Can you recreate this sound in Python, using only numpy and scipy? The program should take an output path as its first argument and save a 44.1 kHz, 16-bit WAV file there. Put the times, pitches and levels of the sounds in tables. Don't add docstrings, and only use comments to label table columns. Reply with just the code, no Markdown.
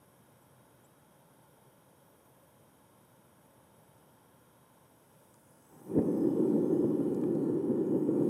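import sys
import numpy as np
from scipy import signal
from scipy.fft import rfft, irfft, next_fast_len
from scipy.io import wavfile
from scipy.ndimage import uniform_filter1d

SR = 44100
rng = np.random.default_rng(int(sys.argv[2]) if len(sys.argv) > 2 else 0)


def digitize_waveform(pressure):
    field = np.atleast_2d(pressure).T
    bounded = np.clip(field, -1, 1)
    quanta = np.round(bounded * 32767).astype(np.int16)
    wavfile.write(sys.argv[1], SR, quanta)


def elevation(decibels):
    levels = np.asarray(decibels, float)
    return 10 ** (levels / 20)


N = 365588
FAST = next_fast_len(N)
STEP = 32
SLOW_S = np.arange(0, N + STEP, STEP) / SR
LEANING_S = (6.8, 0.4)

# time in seconds, roar level in dB.
FLAME = [
    (5.6, -79),
    (5.74, -60),
    (5.85, -53),
    (5.96, -27),
    (6.1, -29),
    (6.28, -26),
    (7.1, -30.5),
    (8.1, -29),
    (8.29, -26),
]
# middle in seconds, lift in dB, length in seconds.
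PUFFS = [(5.978, 4, 0.013), (6.086, 5, 0.013), (6.186, 0.5, 0.014), (6.255, 2, 0.027), (6.401, 3, 0.012),
         (6.493, 1.5, 0.011), (6.535, 2.5, 0.0095), (6.734, 4.5, 0.009), (6.845, 10, 0.0076),
         (7.006, 7, 0.0092), (7.126, 6, 0.0063), (7.23, 3.5, 0.01), (7.356, 3.5, 0.01), (7.494, 0, 0.015),
         (7.571, 3, 0.0092), (7.65, 0, 0.0078), (7.707, 5, 0.0095), (7.955, 4.5, 0.019), (8.09, 8, 0.0077),
         (8.217, 4.5, .015)]
# centre in Hz, width in Hz, level in dB.
HOLLOW = [(233.5, 83, -5), (303.8, 82, 0.5), (356.5, 91, -0.5), (474.7, 132, -10)]
# centre in Hz, width in Hz, level in dB, change in dB once warm.
HOLLOW_UPPER = [(778, 155, 2.5, -1), (905, 128, -3, 1.5), (1030, 290, -6, -1.5), (1210, 160, -18.5, 1.5),
                (1366, 130, -18, 6.5), (1750, 90, -12, -1.5), (1880, 88, -18.5, -2)]
# centre in Hz, width in Hz, level in dB.
HOLLOW_BASS = [(166.8, 76, 11), (118.5, 27, -6)]


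def flame():
    roar_db, = curves(FLAME)
    full_roar_db = -29

    def edge_db(small_db, full_db, share):
        levelled_db = full_db + share * (roar_db - full_roar_db)
        return np.minimum(roar_db + small_db, levelled_db)

    upper_db = edge_db(small_db=-3, full_db=-53, share=0.4)
    bass_db = edge_db(small_db=-2, full_db=-40.5, share=0.13)
    surge = gain(bumps(PUFFS) + 1.22 * walk(25))

    mouth = signal.butter(8, 569, fs=SR, output="sos")
    body = signal.sosfilt(mouth, modes(HOLLOW, 1.35, 12, steep=1.26))
    bass = signal.sosfilt(mouth, modes(HOLLOW_BASS, 0.9, 8, steep=1.14))
    upper = modes(HOLLOW_UPPER, 0.98, 10, steep=1.1, change=ramp(start_s=6.1, length_s=0.28))
    upper_band = signal.butter(4, [720, 2000], "band", fs=SR, output="sos")
    upper = signal.sosfilt(upper_band, upper)

    low = elevation(roar_db) * level(evened(body, 0.49, 0.022), -1.67)
    low = low + elevation(bass_db) * level(evened(bass, 0.67, 0.032), -1.3)
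    high = elevation(upper_db) * level(upper, -1.73)
    lit = np.clip((np.arange(N) / SR - FLAME[0][0]) / 0.12, 0, 1)
    return lit * (surge * low + surge ** 0.38 * high)


# frequency in Hz, density in dB per Hz.
THUMP = [(40, -30), (90, 0.5), (450, 1.5), (620, -17), (800, -12.5), (1200, -42), (1750, -39), (4500, -74)]


def thump():
    middle_s, length_s, burst_db = 5.979, 0.015, -26
    u = (np.arange(N) / SR - middle_s) / length_s
    envelope = np.exp(-np.where(u < 0, u, u / 1.6) ** 2)
    return level(evened(coloured(THUMP), 1.0, 0.0073), burst_db) * envelope


# time in seconds, level in dB.
JET = [
    (4.6, -92.5),
    (5.0, -80),
    (5.35, -72),
    (6.1, -67),
    (6.5, -67.5),
    (7.3, -68),
    (7.7, -71),
    (8.1, -69.5),
    (8.29, -64.5),
]
# centre in Hz, width in Hz, level in dB.
TUBE_STILL = [(3050, 90, -7), (3270, 110, -6), (3600, 150, -10), (3810, 110, -9), (4570, 190, -16),
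              (5070, 94, -12), (5590, 120, -9), (6250, 90, -14), (6720, 64, -8), (7990, 110, -8),
              (8350, 200, -11), (8760, 90, -7), (9000, 120, -10), (9500, 60, -8), (9760, 130, 0),
              (9960, 80, -7), (10350, 300, -8), (11100, 250, -5), (11400, 120, -2), (12600, 81, -5),
              (12850, 120, -8), (13300, 300, -13), (13720, 120, -10), (13950, 120, -11), (14490, 130, -8),
              (15400, 50, -20)]
# centre in Hz, width in Hz, level in dB, change in dB once the body leans away.
TUBE_STIRRED = [(2410, 110, -3, 2), (2990, 160, -2, 1.5), (3414, 74, -1.5, -2), (5100, 99, -0.5, -5),
                (5700, 240, -4.5, -4), (6290, 78, 0, -7), (6750, 100, -1, 1.5), (8000, 200, 2, -1),
                (8920, 120, -1.5, 0), (9780, 220, 2, -0.5), (10350, 130, -3, -6), (11350, 110, -1, 2),
                (11600, 120, -1, -8), (12700, 130, -2.5, -3.5)]
# frequency in Hz, density in dB per Hz.
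HISS_STILL = [(2000, -10), (2800, -15), (4300, -22.5), (5900, -15.5), (7400, -21.5), (8500, -14.5),
              (10000, -12), (12000, -14), (13500, -16), (15000, -20), (16000, -37)]
# frequency in Hz, density in dB per Hz.
HISS_STIRRED = [(1500, -21), (2100, -4), (3000, -11), (4200, -10), (5400, -16.5), (7200, -13.5),
                (8500, -6.5), (10500, -4), (12000, -8.5), (13500, -15.5), (16000, -9.5)]
# middle in seconds, lift in dB, length in seconds.
WHISTLE_SWELLS = [
    (4.7, -4, .15),
    (5.14, 5, .08),
    (5.9, 11, 0.27),
    (6.27, 11, .15),
    (8.0, 12, .07),
]


def jet():
    still = modes(TUBE_STILL, 0.9, 4, steep=5.0) + coloured(HISS_STILL)
    still_gain = gain(-72 - 7 * ramp(start_s=5.22, length_s=0.32))

    stirred_db, = curves(JET)
    stirred = modes(TUBE_STIRRED, 2.7, 8, steep=4.0, change=ramp(*LEANING_S))
    stirred = stirred + patchy(coloured(HISS_STIRRED), 2.4, 8)
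    dull = signal.sosfiltfilt(signal.butter(2, 4200, fs=SR, output="sos"), stirred)
    unlit = 1 - ramp(start_s=5.75, length_s=0.2)
    stirred = stirred - dull * (1 - gain(-7.5 * unlit))

    whistle = modes([(13830, 61, 0)], 2.1, 9.9, steep=3.0)
    whistle_gain = gain(-83.5 - 4 * ramp(*LEANING_S) + bumps(WHISTLE_SWELLS))
    hiss = still_gain * level(still, 0) + elevation(stirred_db) * level(stirred, 0)
    return hiss + whistle_gain * level(whistle, 0)


# start in seconds, peak level in dB, ring in Hz, dull share from 0 to 1.
TICKS = [(5.342, -57, 7400, 0.13), (5.343, -62, 5000, 0), (6.021, -56.5, 4900, 0), (7.12, -62.5, 7900, 0),
         (7.146, -49.5, 7400, 0.03), (7.149, -55, 5000, .05), (7.214, -52.5, 7950, 0),
         (7.238, -59, 7900, 1.15), (7.350, -55.5, 8200, .05), (7.353, -57.5, 4200, 0),
         (7.868, -62.5, 6200, 0.1), (7.95, -70.5, 5500, .1)]


def ticks():
    out, t = np.zeros(N), np.arange(900) / SR
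    grits = rng.standard_normal((len(TICKS), len(t)))
    knock = 5 * sum(np.sin(2 * np.pi * hz * t) * (1200 / hz) ** 2 for hz in (1200, 1700, 2300, 3100))
    knock = knock * np.exp(-t / 0.0025)
    for (s, db, hz, dull), grit in zip(TICKS, grits):
        strike = (2 * (t == 0) + grit) * np.exp(-t / 0.0012)
        crack = ring(ring(strike, hz, 6000), 5800, 9000)
        tone = 0.86 * np.sin(2 * np.pi * hz * t) * np.exp(-t / 0.001)
        i = int(s * SR)
        out[i:i + len(t)] += elevation(db) * (crack + tone + dull * knock)
    return out


# start in seconds, length in seconds, start pitch in Hz, end pitch in Hz, level in dB.
CHIPS = [
    (0.41, .028, 7950, 7650, -75),
    (.833, .032, 6100, 8050, -66),
]


def bird():
    out = np.zeros(N)
    for s, length, start_hz, end_hz, db in CHIPS:
        u = np.linspace(0, 1, int(length * SR))
        hz = end_hz + (start_hz - end_hz) * (1 - u) ** 1.7
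        swell = np.sin(np.pi * u ** 1.7)
        i = int(s * SR)
        out[i:i + len(u)] += elevation(db) * swell * np.sin(2 * np.pi * np.cumsum(hz) / SR)
    return out


# frequency in Hz, density in dB per Hz.
TOWN = [(18, -56.5), (30, -31.5), (64, -12), (128, 1), (316, -2), (538, -9), (731, -19.5), (861, -9),
        (1200, -17), (1380, -15), (4000, -35.5), (5200, -56), (8800, -120)]
# centre in Hz, width in Hz, level in dB.
TOWN_HUMPS = [(128.3, 65, -2.5), (545, 165, -6), (882, 122, -8.5), (1048, 102, -12), (1387, 230, -16.5),
              (1649, 38, -18)]


def town():
    humps = modes(TOWN_HUMPS, 0.8, 4, steep=2.7)
    rumble = level(coloured(TOWN), -4.5) + level(humps, -3.5)
    return gain(0.3 * walk(1.2)) * level(rumble, -63)


def modes(table, flicker_db, rate, steep, change=0):
    out, eddies = 0, (noise(), noise(), noise())
    for k, (hz, width_hz, db, *change_db) in enumerate(table):
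        x = ring(eddies[k % len(eddies)], hz, width_hz)
        x = ring(x, hz, steep * width_hz)
        mode_db = db + sum(change_db) * change + flicker_db * walk(rate)
        out = out + gain(mode_db) * x
    return out


def ring(x, hz, width_hz):
    return signal.lfilter(*signal.iirpeak(hz, hz / width_hz, fs=SR), x)


def noise():
    return rng.standard_normal(N)


def coloured(points):
    hz, db = np.transpose(points)
    f = np.maximum(np.arange(FAST // 2 + 1) * SR / FAST, 1)
    shape = elevation(np.interp(np.log(f), np.log(hz), db, left=-120, right=-120))
    return irfft(rfft(noise(), FAST) * shape, FAST)[:N]


def patchy(x, db, rate):
    spectrum, out = rfft(x, FAST), 0
    place = 4 * np.log2(np.arange(1, FAST // 2 + 2) * SR / FAST / 1500)
    for k in range(15):
        band = np.clip(1 - np.abs(place - k), 0, 1)
        out = out + gain(db * walk(rate)) * irfft(spectrum * band, FAST)[:N]
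    return out


def evened(x, share, span_s):
    k = int(span_s * SR)
    power = uniform_filter1d(uniform_filter1d(x ** 2, k), k)
    return x / (power + 1e-12) ** (np.clip(share, 0, 1) / 2)


def level(x, db):
    return x * elevation(db) / np.sqrt(np.mean(x ** 2))


def curves(table):
    s, *columns = np.transpose(table)
    return [np.interp(np.arange(N) / SR, s, c) for c in columns]


def walk(rate):
    k = int(SR / STEP / rate)
    held = np.repeat(rng.standard_normal(len(SLOW_S) // k + 1), k)
    return 1.22 * uniform_filter1d(uniform_filter1d(held, k), k)[:len(SLOW_S)]


def gain(slow_db):
    return uniform_filter1d(np.repeat(elevation(slow_db), STEP), STEP)[:N]


def ramp(start_s, length_s):
    return np.clip((SLOW_S - start_s) / length_s, 0, 1)


def bumps(events):
    return sum(db * np.exp(-((SLOW_S - s) / length) ** 2) for s, db, length in events)


def scene():
    roar = signal.sosfilt(signal.butter(4, 88, "high", fs=SR, output="sos"), flame())
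    burst = signal.sosfilt(signal.butter(2, 50, "high", fs=SR, output="sos"), thump())
    return (roar + burst + jet() + town() + ticks() + bird())[None]


def roll_off(x):
    return signal.sosfilt(signal.butter(12, 15720, fs=SR, output="sos"), x)


def record(dry):
    mix = signal.sosfilt(signal.butter(2, 45, "high", fs=SR, output="sos"), dry)
    return roll_off(mix)


dry = scene()
out = record(dry)
digitize_waveform(out)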